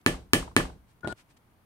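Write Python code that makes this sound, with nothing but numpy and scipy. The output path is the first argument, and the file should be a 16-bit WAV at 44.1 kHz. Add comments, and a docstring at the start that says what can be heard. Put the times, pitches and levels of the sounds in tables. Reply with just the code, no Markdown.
"""A small workroom: a mallet drives a steel punch through leather on a stone slab, three times.
Each blow cracks, thumps the slab, and rings the steel and the bench; loose tools rattle after it.
The mallet is then laid on the stone, where it knocks and drags with a short squeal.
Hands brush the leather faintly, over a steady room tone."""
import sys
import numpy as np
from scipy import signal
from scipy.io import wavfile

SR = 44100
rng = np.random.default_rng(int(sys.argv[2]) if len(sys.argv) > 2 else 0)


def output_pcm(signal):
    """Save a mono or channel-first signal as 16-bit PCM at the path in sys.argv[1].

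    Samples are clipped to [-1, 1] before scaling.
    """
    pcm = np.clip(np.atleast_2d(signal).T, -1, 1) * 32767
    wavfile.write(sys.argv[1], SR, np.round(pcm).astype(np.int16))


N = 72765
T = np.arange(N) / SR

# stereo noise: (frequency [Hz], left-right correlation [0..1])
COHERENCE = [(60, 0.69), (300, 0.85), (700, 0.27), (1500, 0.074), (4000, 0.026), (12000, 0)]
# room tone: (frequency [Hz], density [dB])
AIR_SPECTRUM = [(15, -41), (25, -6.5), (108, -1.5), (344, -12), (503, -16.5), (659, -13.5), (775, -16),
                (840, -13.5), (1440, -19.5), (6740, -36), (16000, -31)]
# hand strokes: (centre [s], Gaussian sigma [s], level [dB])
STROKES = [(.015, 0.0033, -67.5), (0.904, 0.023, -71), (1.01, 0.0018, -64), (1.195, 0.019, -59),
           (1.309, 0.014, -65.5), (1.373, 0.0047, -62.5)]
# hand on leather: (frequency [Hz], density [dB])
STROKE_SPECTRUM = [(300, -6), (1300, 3.5), (2700, 3), (5000, -1.5), (9000, -4), (16000, -31)]

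# blows: (time [s], level [dB], crack offset [dB], upper steel offset [dB])
PUNCH_BLOWS = [(0.0623, -1.5, -5, 0), (0.3336, -0.5, -0.5, 6), (0.5648, 0, -5.5, -4)]
# contact crack: (frequency [Hz], density [dB])
CRACK_SPECTRUM = [(600, -15), (1200, -12), (2500, 0), (4500, 2.5), (7000, -8), (9500, -2.5), (12000, -17),
                  (16000, -16.5)]
# mallet face on punch: (frequency [Hz], level [dB], t60 [s])
CLACK_MODES = [(1229, -6.5, 0.012), (1730, -7, 0.0072), (2390, -3, 0.0054), (4361, -12, 0.0038)]
# slab thud: (frequency [Hz], level [dB], t60 [s])
SLAB_MODES = [(178, -14, 0.013), (294, -10.5, 0.025)]
# thud off near surfaces: (delay [s], level [dB], right lag [s])
SLAB_ECHOES = [(.0083, -13, .0001), (.0124, -5.5, -.0001), (0.0215, -6.5, .0001), (0.0248, -14.5, 0)]
# bench top: (frequency [Hz], level [dB], t60 [s])
BENCH_MODES = [(93.5, -32, .24), (118.5, -31, 0.37), (167.1, -27, 0.26), (189.5, -36.5, .45),
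               (241, -30, 0.15), (266.1, -26, 0.25), (326, -32, 0.19), (352.5, -28, 0.26),
               (454, -27.5, 0.19), (604, -35.5, .15), (712, -31.5, 0.058), (851.4, -41.5, .25),
               (1179, -33.5, .15)]
# whole bench swaying: (frequency [Hz], level [dB], t60 [s])
BOOM_MODES = [(38, -27, 0.29), (52.3, -33.5, 0.42), (66, -36, 0.62)]
# steel of the mallet, rung by each blow: (frequency [Hz], level [dB], t60 [s], left minus right [dB])
STEEL_MODES = [(1739, -19.5, .14, -5), (1980, -33, .13, 0), (2191, -33, .11, 0), (2714, -33, .12, 0),
               (3052, -28.5, .16, -5), (5365, -49, .24, 0), (6880, -48, .2, 0), (8650, -43, .2, 3),
               (10057, -46, .18, 3)]
# reverb: (frequency [Hz], density [dB], t60 [s])
ROOM_BANDS = [(40.4, -13, .8), (170, -3, 0.49), (324, -3, .36), (563.5, -2.5, 0.33), (1205, -12, 0.32),
              (2160, -1, 0.2), (3535, -11, 0.27), (6500, -17, 0.29), (8850, -8.5, .22), (11100, -21, 0.21),
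              (16060, -19, 0.14)]
# loose tools: (time [s], level [dB], band centre [Hz])
TOOL_RATTLES = [(.140, -33, 950), (.424, -33, 950), (.476, -37, 900), (.512, -43, 900), (.600, -21, 1250),
                (.651, -33, 950), (.697, -41, 900)]

# mallet meets stone: (time [s], level [dB], click offset [dB])
HEAD_TOUCHES = [(1.0467, -20, -46), (1.0741, -16, -14.5), (1.0827, -24.5, -14.5), (1.1252, -24, -15.5)]
# head on stone: (frequency [Hz], level [dB], t60 [s])
HEAD_MODES = [(112, -15.5, 0.062), (307, -32.5, .03), (367, -8, 0.027), (630, -6, 0.016), (830, -18, 0.012),
              (2170, -30, 0.023), (3330, -31, 0.034), (3720, -44, 0.044)]
# touch click: (frequency [Hz], density [dB])
CLICK_SPECTRUM = [(1000, -15), (2300, 10), (3700, 1.5), (5500, -11), (8000, -1), (11000, -34), (16000, -29)]
# head dragging: (frequency [Hz], density [dB])
DRAG_SPECTRUM = [(50, 9), (110, 4), (350, 6.5), (550, -3.5), (850, 2), (1300, -15), (4000, -32),
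                 (9000, -39), (16000, -61)]
# steel scraping stone: (frequency [Hz], density [dB])
SCUFF_SPECTRUM = [(2000, -12), (3800, 7), (5500, -8), (8200, -2), (11000, -22), (16000, -18)]
# drag squeal: (time [s], level [dB])
SQUEAL_ENVELOPE = [(1.028, -69), (1.034, -34), (1.044, -37.5), (1.051, -29), (1.06, -28.5), (1.068, -45.5),
                   (1.095, -40.5), (1.103, -32.5), (1.112, -35.5), (1.128, -34), (1.136, -61)]
# squeal tones: (frequency [Hz], level [dB], left minus right [dB])
SQUEAL_PARTIALS = [(1440, -6, 15.5), (1770, -24, -17.5)]

# microphone ports, left then right: (frequency [Hz], gain [dB], width [Hz])
MIC_PORTS = [(9263, 6, 2800), (8850, -7, 4600)]

RIGHT_LAG_S, BODY_LAG_S = 0.00015, 0.0003
RADIATION_LOW_HZ = 72.4  # the slab radiates little below this


def from_db(db):
    """Decibels to gain."""
    return 10 ** (np.asarray(db) / 20)


def at_hz(points, hz, column=1):
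    """Table column interpolated over log frequency."""
    table = np.array(points)
    return np.interp(np.log(hz), np.log(table[:, 0]), table[:, column])


def butter(x, hz, kind):
    """Butterworth filter, order 2."""
    return signal.sosfilt(signal.butter(2, hz, kind, fs=SR, output="sos"), x)


def pan(side_db):
    """Stereo gains for a left-minus-right level."""
    return from_db(np.array([[side_db], [-side_db]]) / 2)


def since(time_s, right_lag_s=0):
    """Time since an event, left and right."""
    return np.array([T - time_s, T - time_s - right_lag_s])


def ramp(t, rise_s):
    """Linear rise from 0 to 1."""
    return np.clip(t / rise_s, 0, 1)


def decay(t, t60_s):
    """Exponential decay, silent before t = 0."""
    return (t >= 0) * np.exp(-np.log(1000) * np.clip(t / t60_s, 0, 10))


def ring(t, hz, t60_s):
    """One struck mode."""
    return np.sin(2 * np.pi * hz * t) * decay(t, t60_s)


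def knock(t, modes):
    """A struck surface first moves away, then swings in its modes."""
    return -sum(from_db(db) * ring(t, hz, t60_s) for hz, db, t60_s in modes)


def struck(t, modes):
    """Modes of one body, neighbours in opposite phase."""
    return sum((-1) ** k * from_db(db) * ring(t, hz, t60_s) for k, (hz, db, t60_s) in enumerate(modes))


def noise_bands(spectrum):
    """Half-octave stereo noise, joint rms 1: (centres [Hz], bands)."""
    edges_hz = np.geomspace(22, 17500, 21)
    centres_hz = np.sqrt(edges_hz[1:] * edges_hz[:-1])
    white, bands = rng.standard_normal((2, 2, N)), []
    for k, hz in enumerate(centres_hz):
        mid, side = butter(white[k % 2], edges_hz[k:k + 2], "band")
        alike = at_hz(COHERENCE, hz)
        stereo = np.sqrt(1 + alike) * mid + np.sqrt(1 - alike) * side * [[1], [-1]]
        bands.append(from_db(at_hz(spectrum, hz)) * stereo)
    return centres_hz, np.array(bands) / np.std(sum(bands))


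def noise(spectrum):
    """Coloured stereo noise, rms 1."""
    return noise_bands(spectrum)[1].sum(axis=0)


def hands():
    """Soft swells of friction on the leather."""
    swells = sum(from_db(db) * np.exp(-((T - centre_s) / sigma_s) ** 2 / 2)
                 for centre_s, sigma_s, db in STROKES)
    return noise(STROKE_SPECTRUM) * swells


def crack_envelope(t):
    """Hard contact, its echo off the nearest surface, and early reflections."""
    direct, echo = (from_db(-8) * ramp(age, rise_s=0.000067) * decay(age, t60_s=0.006)
                    for age in (t, t - 0.011))
    early = from_db(-22.5) * decay(t, t60_s=0.026)
    return direct + from_db(-12) * echo + early


def strike_response(boom_delay_s=0.02):
    """Common to all blows: damped clack, slab thud with echoes, bench ring and late boom."""
    t = since(BODY_LAG_S, RIGHT_LAG_S)
    clack = butter(struck(t, CLACK_MODES), hz=875, kind="high")
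    thud = knock(t, SLAB_MODES)
    for delay_s, db, lag_s in SLAB_ECHOES:
        thud += from_db(db) * knock(since(delay_s, lag_s), SLAB_MODES)
    bench = struck(t, BENCH_MODES)
    late = t - boom_delay_s
    boom = ramp(late, rise_s=0.03) * knock(late, BOOM_MODES)
    return clack + butter(thud + bench, RADIATION_LOW_HZ, "high") + boom


def punch(upper_steel_hz=2800):
    """Each blow: strike response, finger-damped steel, crack, and a ping along the punch."""
    grit, body, out = noise(CRACK_SPECTRUM), strike_response(), np.zeros((2, N))
    for time_s, db, crack_db, upper_db in PUNCH_BLOWS:
        start, t = int(time_s * SR), since(time_s, RIGHT_LAG_S)
        out[:, start:] += from_db(db) * body[:, :N - start]
        for hz, mode_db, t60_s, side_db in STEEL_MODES:
            gain = from_db(db + mode_db + upper_db * (hz > upper_steel_hz))
            out += gain * pan(side_db) * ring(t, hz, t60_s)
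        ping = from_db(-4.5) * ring(t, hz=9330, t60_s=0.0032)
        out += from_db(db + crack_db) * (grit * crack_envelope(t) + ping)
    return out


def room_reverb(send_db=-21.5):
    """Diffuse tail per blow; lows last longest, a harder crack brightens it."""
    hz, bands = noise_bands(ROOM_BANDS)
    t60_s = at_hz(ROOM_BANDS, hz, column=2)[:, None, None]
    tails = bands * ramp(T, rise_s=0.0099) * decay(T, t60_s)
    treble, out = np.clip(hz / 9000, 0, 1), np.zeros((2, N))
    for time_s, db, crack_db, _ in PUNCH_BLOWS:
        start = int(time_s * SR)
        band_gains = from_db(send_db + db + treble * crack_db)
        out[:, start:] += np.tensordot(band_gains, tails, 1)[:, :N - start]
    return out


def loose_tools(edge_ratio=1.264):
    """Small dull clacks as tools fall back on the bench."""
    white, out = rng.standard_normal((2, N)), np.zeros((2, N))
    for time_s, db, hz in TOOL_RATTLES:
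        band = butter(white, [hz / edge_ratio, hz * edge_ratio], "band")
        envelope = ramp(T - time_s, rise_s=0.0033) * decay(T - time_s, t60_s=0.04)
        out += from_db(db) * band / np.std(band) * envelope
    return out


def mallet_squeal():
    """The head squeals in two tones as it drags on the stone."""
    level_db = np.interp(T, *np.transpose(SQUEAL_ENVELOPE), left=-np.inf, right=-np.inf)
    tones = sum(from_db(db) * pan(side_db) * np.sin(2 * np.pi * hz * T)
                for hz, db, side_db in SQUEAL_PARTIALS)
    return from_db(level_db) * tones


def mallet_laid_down(drag_start_s=1.030, scuff_start_s=1.077, drag_end_s=1.134):
    """The head knocks and drags; its steel scrapes brightly once on the stone."""
    grit, knocks = noise(CLICK_SPECTRUM), np.zeros((2, N))
    for time_s, db, click_db in HEAD_TOUCHES:
        click = from_db(click_db) * grit * decay(T - time_s, t60_s=0.013)
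        knocks += from_db(db) * (knock(since(time_s), HEAD_MODES) + click)
    sliding = ramp(np.minimum(T - drag_start_s, drag_end_s - T), rise_s=0.015)
    drag = from_db(-38.5) * noise(DRAG_SPECTRUM)
    scuff = from_db(-52) * (T > scuff_start_s) * noise(SCUFF_SPECTRUM)
    return butter(knocks + sliding * (drag + scuff), RADIATION_LOW_HZ, "high")


def scene():
    """All sources over the room tone."""
    work = punch() + room_reverb() + loose_tools() + mallet_squeal() + mallet_laid_down() + hands()
    return work + from_db(-64) * noise(AIR_SPECTRUM)


def mic_port(x, hz, db, width_hz):
    """Broad peak or dip in one microphone."""
    gain, k = from_db(db / 2), np.tan(np.pi * width_hz / SR)
    tuning = -2 * np.cos(2 * np.pi * hz / SR)
    return signal.lfilter([1 + k * gain, tuning, 1 - k * gain], [1 + k / gain, tuning, 1 - k / gain], x)


def record(dry):
    """Port colour, brief dropout, soft clip, steep low-pass."""
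    dip_start_s, dip_end_s, dip_db = 1, 1.005, -30.5
    ceiling, stopband_hz = 0.82, 16900
    x = np.array([mic_port(channel, *port) for channel, port in zip(dry, MIC_PORTS)])
    x *= from_db(dip_db * ((T > dip_start_s) & (T < dip_end_s)))
    x /= (1 + (x / ceiling) ** 6) ** (1 / 6)
    return signal.sosfilt(signal.cheby2(12, 70, stopband_hz, fs=SR, output="sos"), x)


dry = scene()
out = record(dry)
output_pcm(out)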